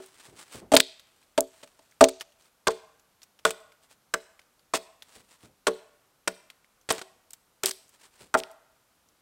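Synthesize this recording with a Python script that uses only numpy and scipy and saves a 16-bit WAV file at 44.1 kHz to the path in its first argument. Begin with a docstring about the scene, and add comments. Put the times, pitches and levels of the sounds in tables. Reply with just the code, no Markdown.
"""Twelve hatchet chops hew a wet log propped on stumps in an autumn wood.
Each impact excites the log's damped modes and knocks a slab loose; fibres then tear and snap
as the chip splits off along the grain. Chips drop into dry leaves, clothes and boots stir
between swings, and ground and trunks scatter a faint echo over a steady hush of air."""
import sys
import numpy as np
from scipy import signal
from scipy.fft import rfft, irfft
from scipy.io import wavfile

SR = 44100
rng = np.random.default_rng(int(sys.argv[2]) if len(sys.argv) > 2 else 0)


def master(y):
    """Save y as 16-bit WAV."""
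    cut = np.clip(np.atleast_2d(y).T, -1, 1)
    pcm = np.round(cut * 32767)  # scale
    wavfile.write(sys.argv[1], SR, pcm.astype(np.int16))


N = 406161

# The log is struck, the blade is worked free, or the log rocks and rings faintly; a chop may catch
# twice. Each row: start in seconds, knock pitch in Hz, knock level in dB, log level in dB, frequency
# favoured by the point of contact in Hz, its boost in dB, tearing level in dB, tearing length in
# seconds. Levels in all tables are relative.
BLOWS = [(0.001, 1450, -56, -56.5, 377, 22, -58, 0.037), (0.7189, 816, -16, -26, 290, 8, -21.5, .016),
         (0.7363, 880, -16.5, -16, 267.1, 2, -18, .02), (1.378, 888, -14, -25, 600, 3.5, -19, .011),
         (1.629, 900, -49, -61.5, 560, 10, -42, .016), (1.791, 865, -52, -67, 650, 2, -50, .006),
         (2.009, 1205, -10.5, -16.5, 765, 2.5, -12.5, .012), (2.021, 878, -18.5, -15.5, 395, 7, -29, 0.02),
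         (2.6704, 1552, -14, -32.5, 390, 7.5, -15, .009), (2.683, 1052, -15, -34, 430, 13.5, -32.5, .004),
         (3.452, 1454, -9.5, -29.5, 450, 5.5, -7.5, .004), (4.139, 1550, -16.5, -38, 516, 4.5, -15, .006),
         (4.737, 1098, -20.5, -33.5, 650, 3, -20.5, 0.017), (5.669, 1404, -15.5, -31, 267, 2.5, -14, .011),
         (5.679, 1094, -18.5, -31, 421, 12.5, -24, 0.01),
         (6.276, 1455, -21.5, -39, 186, 8.5, -14.5, 0.0084), (6.890, 1900, -33, -53, 186, 3, -26.5, 0.015),
         (6.904, 1428, -26.5, -33, 475, 4, -14.5, 0.012),
         (7.015, 1500, -40.5, -60, 377, 16.5, -32.5, 0.0086),
         (7.634, 1407, -31.5, -41, 365, 18.5, -24, 0.017), (8.341, 1446, -15.5, -36.5, 267, 8, -16.5, .004),
         (8.3488, 1377, -12, -26.5, 800, 12.5, -21, .003)]
# The log's normal modes. Each row: frequency in Hz, level in dB, 60 dB decay time in seconds.
LOG_MODES = [(186, -2, 0.2), (268, -3.5, 0.17), (307, -4.5, 0.11), (379.6, -3.5, 0.24), (445, 1, .19),
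             (493, -9.5, 0.16), (584, -1.5, 0.14), (654, 1, .125), (781, -12, 0.11), (863.7, -7, 0.068)]
CLOSE_UNTIL_S = 2.45   # the first three chops are heard beside the log


def from_db(db):
    """Amplitude ratio of a level in decibels."""
    return 10 ** (np.asarray(db) / 20)


def unit_rms(x):
    """Normalisation to unit mean power."""
    return x / np.sqrt(np.mean(x ** 2) + 1e-20)


def seconds(length):
    """Sample times over a length in seconds."""
    return np.arange(int(length * SR)) / SR


def fade(t, t60):
    """Exponential decay from time zero on, by 60 dB in t60 seconds."""
    return np.exp(-np.log(1000) * np.maximum(t, 0) / max(t60, 1e-4))


def rise(t, time_constant):
    """First-order growth towards one."""
    return 1 - np.exp(-t / time_constant)


def add(out, start, sound):
    """Superposition: a sound joins the mix at its start in seconds."""
    i = max(int(start * SR), 0)
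    out[i:i + len(sound)] += sound[:max(N - i, 0)]


def at_hz(points, hz):
    """Interpolation of a curve along a logarithmic frequency axis."""
    points = np.array(points)
    return np.interp(np.log(hz + 1), np.log(points[:, 0]), points[:, 1])


def coloured(x, spectrum, tilt_db=0):
    """Spectral shaping to unit rms, with a tilt per octave above 1 kHz."""
    hz = np.fft.rfftfreq(len(x), 1 / SR)
    gain_db = at_hz(spectrum, hz) + tilt_db * np.log2(np.maximum(hz, 1000))
    return unit_rms(irfft(rfft(x) * from_db(gain_db), len(x)))


def band(x, low_hz, high_hz, order=1):
    """Butterworth band-pass filtering."""
    edges = [min(low_hz, .3 * SR), min(high_hz, .45 * SR)]
    return signal.sosfilt(signal.butter(order, edges, "band", fs=SR, output="sos"), x)


def band_noise(t, low_hz, high_hz, order=1):
    """Band-limited Gaussian noise of unit rms."""
    return unit_rms(band(rng.standard_normal(len(t)), low_hz, high_hz, order))


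def grains(size, per_s, spread_db):
    """Shot noise: random impulses of very unequal strength."""
    impulses = rng.standard_normal(size) * (rng.random(size) < per_s / SR)
    return impulses * from_db(spread_db * np.minimum(rng.exponential(1, size), 4))


def flutter(t, per_s, depth_db):
    """Random amplitude modulation: a gain that glides between per_s levels a second."""
    return from_db(depth_db * np.interp(t * per_s, np.arange(len(t)), rng.standard_normal(len(t))))


def air(level_db=-68.5):
    """Stationary noise, strongest at low frequencies, makes the hush of the air."""
    # The air's spectrum. Each row: frequency in Hz, level in dB.
    spectrum = [(15, -29.5), (25, 1.5), (61, 3.5), (309, 1.5), (439, -0.5), (489, 2.5), (591, 0.5),
                (1440, 0), (1740, -5), (13600, -10), (16000, -19)]
    return from_db(level_db) * coloured(rng.standard_normal(N), spectrum)


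def woodland_echo(x, near_t60=0.4, near_rise_s=0.004, far_rise_s=0.08):
    """Scattering: nearby ground and stumps answer at once, while echoes from the trunks build slowly."""
    # The scattered sound. Each row: frequency in Hz, near level in dB, far level in dB,
    # far 60 dB decay time in seconds.
    scatter = [(100.34, -26, -39.5, .8), (420, -24.5, -32, 0.64), (739.5, -21.5, -24.5, 0.69),
               (1300.3, -27.5, -34.5, 0.93), (2300, -20.5, -28.5, 0.89), (3960, -19.5, -28.5, 0.48),
               (7000, -23, -30, 0.59), (13000, -20, -32.5, 0.25)]
    t, response = seconds(0.72), 0
    edges = np.geomspace(60, 16500, num=11)
    for low, high in zip(edges, edges[1:]):
        centre_hz = np.sqrt(low * high)
        near_db, far_db, far_t60 = (at_hz(np.array(scatter)[:, [0, k]], centre_hz) for k in (1, 2, 3))
        near = from_db(near_db) * unit_rms(fade(t, near_t60) * (1 - np.exp(-(t / near_rise_s) ** 2)))
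        far = from_db(far_db) * unit_rms(fade(t, far_t60) * (1 - np.exp(-(t / far_rise_s) ** 2)))
        echoes = unit_rms(grains(len(t), per_s=6000, spread_db=3.6)) * np.hypot(near, far)
        response = response + band(echoes, low, high, order=2) / np.sqrt(len(t))
    return signal.fftconvolve(x, response)[:N]


def rustle(swell_share=0.54):
    """Friction: cloth and dry leaves rub in clumps of tiny impulses that swell and die with each move."""
    # The man's movements. Each row: time of the peak in seconds, level in dB, width in seconds.
    movements = [(0.032, -57.5, .13), (0.232, -52.5, 0.11), (0.409, -49, 0.059), (0.553, -45, 0.069),
                 (1.202, -68, 0.21), (1.599, -62.5, 0.12), (1.85, -69.5, .25), (2.444, -62.5, 0.065),
                 (3.844, -62, 0.029), (3.92, -57.5, 0.029), (5.154, -54.5, 0.098), (5.33, -57.5, 0.055),
                 (5.442, -56.5, 0.053), (7.949, -59, 0.027), (8.042, -53, .05), (8.219, -55.5, 0.091)]
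    # The spectrum of the rubbing. Each row: frequency in Hz, level in dB.
    spectrum = [(59, -36), (100, -13), (271, -3.5), (705, -4), (872, -1.5), (4200, -4.5), (6560, -8),
                (8280, -3), (13500, -20), (16000, -15.5)]
    t, envelope = np.arange(N) / SR, 0
    for peak, db, width in movements:
        side_width = width * np.where(t < peak, swell_share, 1 - swell_share)
        envelope += from_db(db) * np.exp(-((t - peak) / side_width) ** 2 / 2)
    clumps = flutter(t, per_s=110, depth_db=2.5)
    return envelope * coloured(grains(N, per_s=4500, spread_db=2.2) * clumps, spectrum)


def boot_steps(gain_db=5.5):
    """Impact on a yielding surface: soft soil answers a boot with a dull bump."""
    # Boots shift on the soil. Each row: start in seconds, level in dB.
    steps = [(0.28, -60.5), (0.324, -60.5), (0.545, -47.5), (0.618, -51), (5.16, -61), (5.434, -57),
             (8.205, -59.5)]
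    out, t = np.zeros(N), seconds(.2)
    for start, db in steps:
        bump = band_noise(t, 55, 490, order=2) * fade(t, t60=0.3) * rise(t, 0.00055)
        add(out, start, from_db(db + gain_db) * bump)
    return out


def ground_bump(gain_db=-22.0):
    """Structure-borne sound: the stumps pass each blow from the log into the soft ground."""
    out, t = np.zeros(N), seconds(0.23)
    for start, _, _, log_db, *_ in BLOWS:
        bump = band_noise(t, 20, 50, order=2) * fade(t, t60=0.18) * rise(t, .004)
        add(out, start, from_db(log_db + gain_db) * bump)
    return out


def falling_chips(crunch_db=-4.0, clack_db=0.5, crumb_db=-53, crumb_hz=4000, flight_s=(0.15, 0.98)):
    """Light pieces of wood clack at their natural frequency, then settle and crunch the leaves."""
    # Chips land or the blade is freed. Each row: start in seconds, level in dB, pitch in Hz.
    landings = [(0.0608, -43, 8800), (0.995, -41, 3513), (1.674, -46, 2506), (2.199, -37.5, 5020),
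                (2.2089, -21, 2670), (3.2181, -42.5, 3696), (3.2311, -38.5, 5540), (3.3902, -42, 2605),
                (3.7194, -46.5, 2120), (4.3924, -43.5, 2214), (5.022, -34, 3570), (6.5006, -35, 2477),
                (7.3063, -38.5, 8440), (7.3327, -33, 7456), (7.892, -45.5, 8580), (8.5131, -45.5, 8960)]
    out, t = np.zeros(N), seconds(.15)
    # Every blow also throws a crumb, which lands after a short flight.
    crumbs = [(blow[0] + np.interp(flight, [0, 1], flight_s), crumb_db, crumb_hz * 2 ** (2 * pitch - 1))
              for blow, (flight, pitch) in zip(BLOWS, rng.random((len(BLOWS), 2)))]
    for start, db, hz in list(landings) + crumbs:
        leaves = unit_rms(band(grains(len(t), per_s=7000, spread_db=2.9), hz / 5, hz * 2))
        crunch = leaves * fade(t, t60=.035) * rise(t, 0.0029)
        clack = band_noise(t, hz / 1.1, hz * 1.1) * fade(t, t60=0.011) * rise(t, .0005)
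        add(out, start, from_db(db + crunch_db) * crunch + from_db(db + clack_db) * clack)
    return out


def tear_runs(bite_tilt_db=-1.0, lead_s=.001):
    """Crack propagation: a run of fibres tears wherever the blade bites or the chip splits."""
    # The chip rips along the grain. Each row: start in seconds, level in dB, length in seconds,
    # tilt in dB per octave.
    splits = [(0.7655, -4.5, 0.0066, 1), (0.775, -24, 0.015, -2), (0.799, -11, 0.0063, 2),
              (2.037, -17.5, 0.011, -1), (2.085, -22.5, 0.0065, 2), (2.704, -35.5, 0.022, -1.5),
              (3.461, -29, .035, -1), (3.505, -24.5, 0.01, 1.5), (4.748, -23.5, 0.027, 0.5),
              (6.924, -36, 0.05, -1), (6.979, -35, 0.021, -1.5), (7.656, -24, 0.042, 3.5),
              (7.708, -25.5, 0.0078, 3), (8.372, -32, 0.028, 4)]
    bites = [(start - lead_s, db, length, bite_tilt_db) for start, *_, db, length in BLOWS]
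    return bites + list(splits)


def fibre_snaps(crack_t60=0.0011, thin_db=-6.5, thin_hz=5200, thin_per_s=45):
    """Brittle fracture: a fibre bundle releases its strain in one crack about a millisecond long."""
    # The thickest bundles break. Each row: start in seconds, level in dB, pitch in Hz.
    thick = [(0.753, -15.5, 7500), (0.7655, -4, 2960), (0.7672, -1.5, 3300), (0.8035, -6, 2890),
             (1.407, -14, 8400), (2.0419, -6.5, 4200), (2.682, -18.5, 5520), (4.767, -34, 7630),
             (6.9238, -22, 7100), (7.636, -19, 6950), (7.6597, -11.5, 6980), (7.7112, -25.5, 5670),
             (8.402, -30, 3100), (8.436, -29.5, 3160)]
    out, t, runs = np.zeros(N), seconds(.02), tear_runs()
    thin = []   # the longer a tear, the likelier it breaks a thin bundle
    for (start, db, length, _), (chance, when, pitch) in zip(runs, rng.random((len(runs), 3))):
        if chance < thin_per_s * length:
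            thin.append((start + when * length, db + thin_db, thin_hz * 2 ** (pitch - .5)))
    for start, db, hz in list(thick) + thin:
        crack = band(rng.standard_normal(len(t)) * fade(t, crack_t60), hz / 1.5, hz * 1.5, order=2)
        millisecond_rms = np.sqrt(np.sum(crack ** 2) / (SR / 1000))
        add(out, start, from_db(db) * crack / millisecond_rms)
    return out


def fibre_tearing(gain_db=-1.0, slowing_db=9.0, release_t60=.02):
    """Acoustic emission: fibres part in a catching crackle that weakens as the wedge slows and stops."""
    # The spectrum of parting fibres. Each row: frequency in Hz, level in dB.
    spectrum = [(60, -8.5), (200, 1), (600, 4.5), (1500, 3), (2300, 2), (3000, 2.5), (4500, 0.5),
                (6500, -2), (8500, 3.5), (10500, -11), (15500, -12.5)]
    out, t = np.zeros(N), seconds(.1)
    for start, db, length, tilt_db in tear_runs():
        slowing = from_db(-slowing_db * np.minimum(t / length, 1))
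        envelope = rise(t, 0.0012) * slowing * fade(t - length, release_t60)
        catches = flutter(t, per_s=500, depth_db=3.0)
        fractures = coloured(grains(len(t), per_s=11000, spread_db=2.4), spectrum, tilt_db)
        # The energy of the run is shared out among its fibres.
        crackle = unit_rms(envelope * catches * fractures) * np.sqrt(np.mean(envelope ** 2))
        add(out, start, from_db(db + gain_db) * crackle)
    return band(out, 75, 17000)   # thin fibres radiate little bass


def slab_knocks(contact_s=0.00012, blur_db=-8.5):
    """Resonance: the lifted slab knocks at a pitch set by its size, blurred as it tears loose."""
    # The slab's modes. Each row: multiple of the knock pitch, level in dB, 60 dB decay time in seconds.
    modes = [(0.761, -5.5, .045), (0.891, -3, .03), (1, 1.5, .033), (1.171, -7.5, .02), (1.36, -7.5, .018)]
    out, t = np.zeros(N), seconds(0.17)
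    for start, hz, knock_db, *_ in BLOWS:
        tone = sum(damped_modes(t, modes, scale=hz))
        blur = from_db(blur_db) * band_noise(t, hz / 2.1, hz * 1.25, order=3) * fade(t, t60=0.06)
        add(out, start, from_db(knock_db) * (tone + blur) * rise(t, contact_s))
    return out


def damped_modes(t, modes, scale=1):
    """Free vibration: one decaying sinusoid for each mode, alternating in sign."""
    return np.array([(-1) ** k * from_db(db) * np.sin(2 * np.pi * scale * frequency * t) * fade(t, t60)
                     for k, (frequency, db, t60) in enumerate(modes)])


def mode_levels_db(blow, db_per_octave=8, pivot_hz=400, limit_hz=640, favour_octaves=.2):
    """Modal excitation: a sharp blade drives higher modes harder, up to a limit set by contact time."""
    # The log radiates differently to a point beside it. Each row: frequency in Hz, gain in dB.
    beside_log = [(186, -22), (267, 8), (380, -2.5), (446, -4), (650, 3)]
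    start, _, _, log_db, favoured_hz, favour_db = blow[:6]
    hz = np.array(LOG_MODES)[:, 0]
    sharpness = db_per_octave * np.log2(np.minimum(hz, limit_hz) / pivot_hz)
    contact_point = favour_db * np.exp(-(np.log2(hz / favoured_hz) / favour_octaves) ** 2)
    closeness = (start < CLOSE_UNTIL_S) * at_hz(beside_log, hz)
    return log_db + sharpness + contact_point + closeness


def log_thud(gain_db=-6.0):
    """Modal overlap: the countless heavily damped modes of wet wood merge into a dull thud."""
    out, t = np.zeros(N), seconds(.25)
    envelope = fade(t, t60=0.13)
    for blow in BLOWS:
        burst = band(rng.standard_normal(len(t)) * envelope, 235, 900, order=2)
        thud = unit_rms(burst) * np.sqrt(np.mean(envelope ** 2))
        add(out, blow[0], from_db(np.mean(mode_levels_db(blow)) + gain_db) * thud)
    return out


def log_ring(contact_s=0.00018, scatter_db=0.58):
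    """Impulse response: each blow rings all the log's modes, and the contact time rounds the onset."""
    out, t = np.zeros(N), seconds(.5)
    modes = damped_modes(t, LOG_MODES)
    for blow in BLOWS:
        amplitudes = from_db(mode_levels_db(blow) + rng.normal(0, scatter_db, len(LOG_MODES)))
        add(out, blow[0], amplitudes @ modes * rise(t, contact_s))
    return out


def scene(close_treble_db=-4.0, close_boom_db=-30.0):
    """Direct and scattered sound add; beside the log, its boom far outweighs the echo."""
    chops = log_ring() + log_thud() + slab_knocks() + fibre_tearing() + fibre_snaps() + falling_chips()
    close_feed = from_db(close_treble_db) * band(chops, 2300, 8500) + from_db(close_boom_db) * chops
    echo_feed = np.where(np.arange(N) / SR < CLOSE_UNTIL_S, close_feed, chops)
    return (air() + woodland_echo(echo_feed) + ground_bump() + boot_steps() + rustle() + chops)[None]


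def record(dry, cutoff_hz=15800):
    """Clipping limits any crack beyond full scale, and a steep low-pass removes the highest treble."""
    low_pass = signal.ellip(12, .2, 95, cutoff_hz, fs=SR, output="sos")
    return signal.sosfilt(low_pass, np.clip(dry, -1, 1))


dry = scene()
out = record(dry)
master(out)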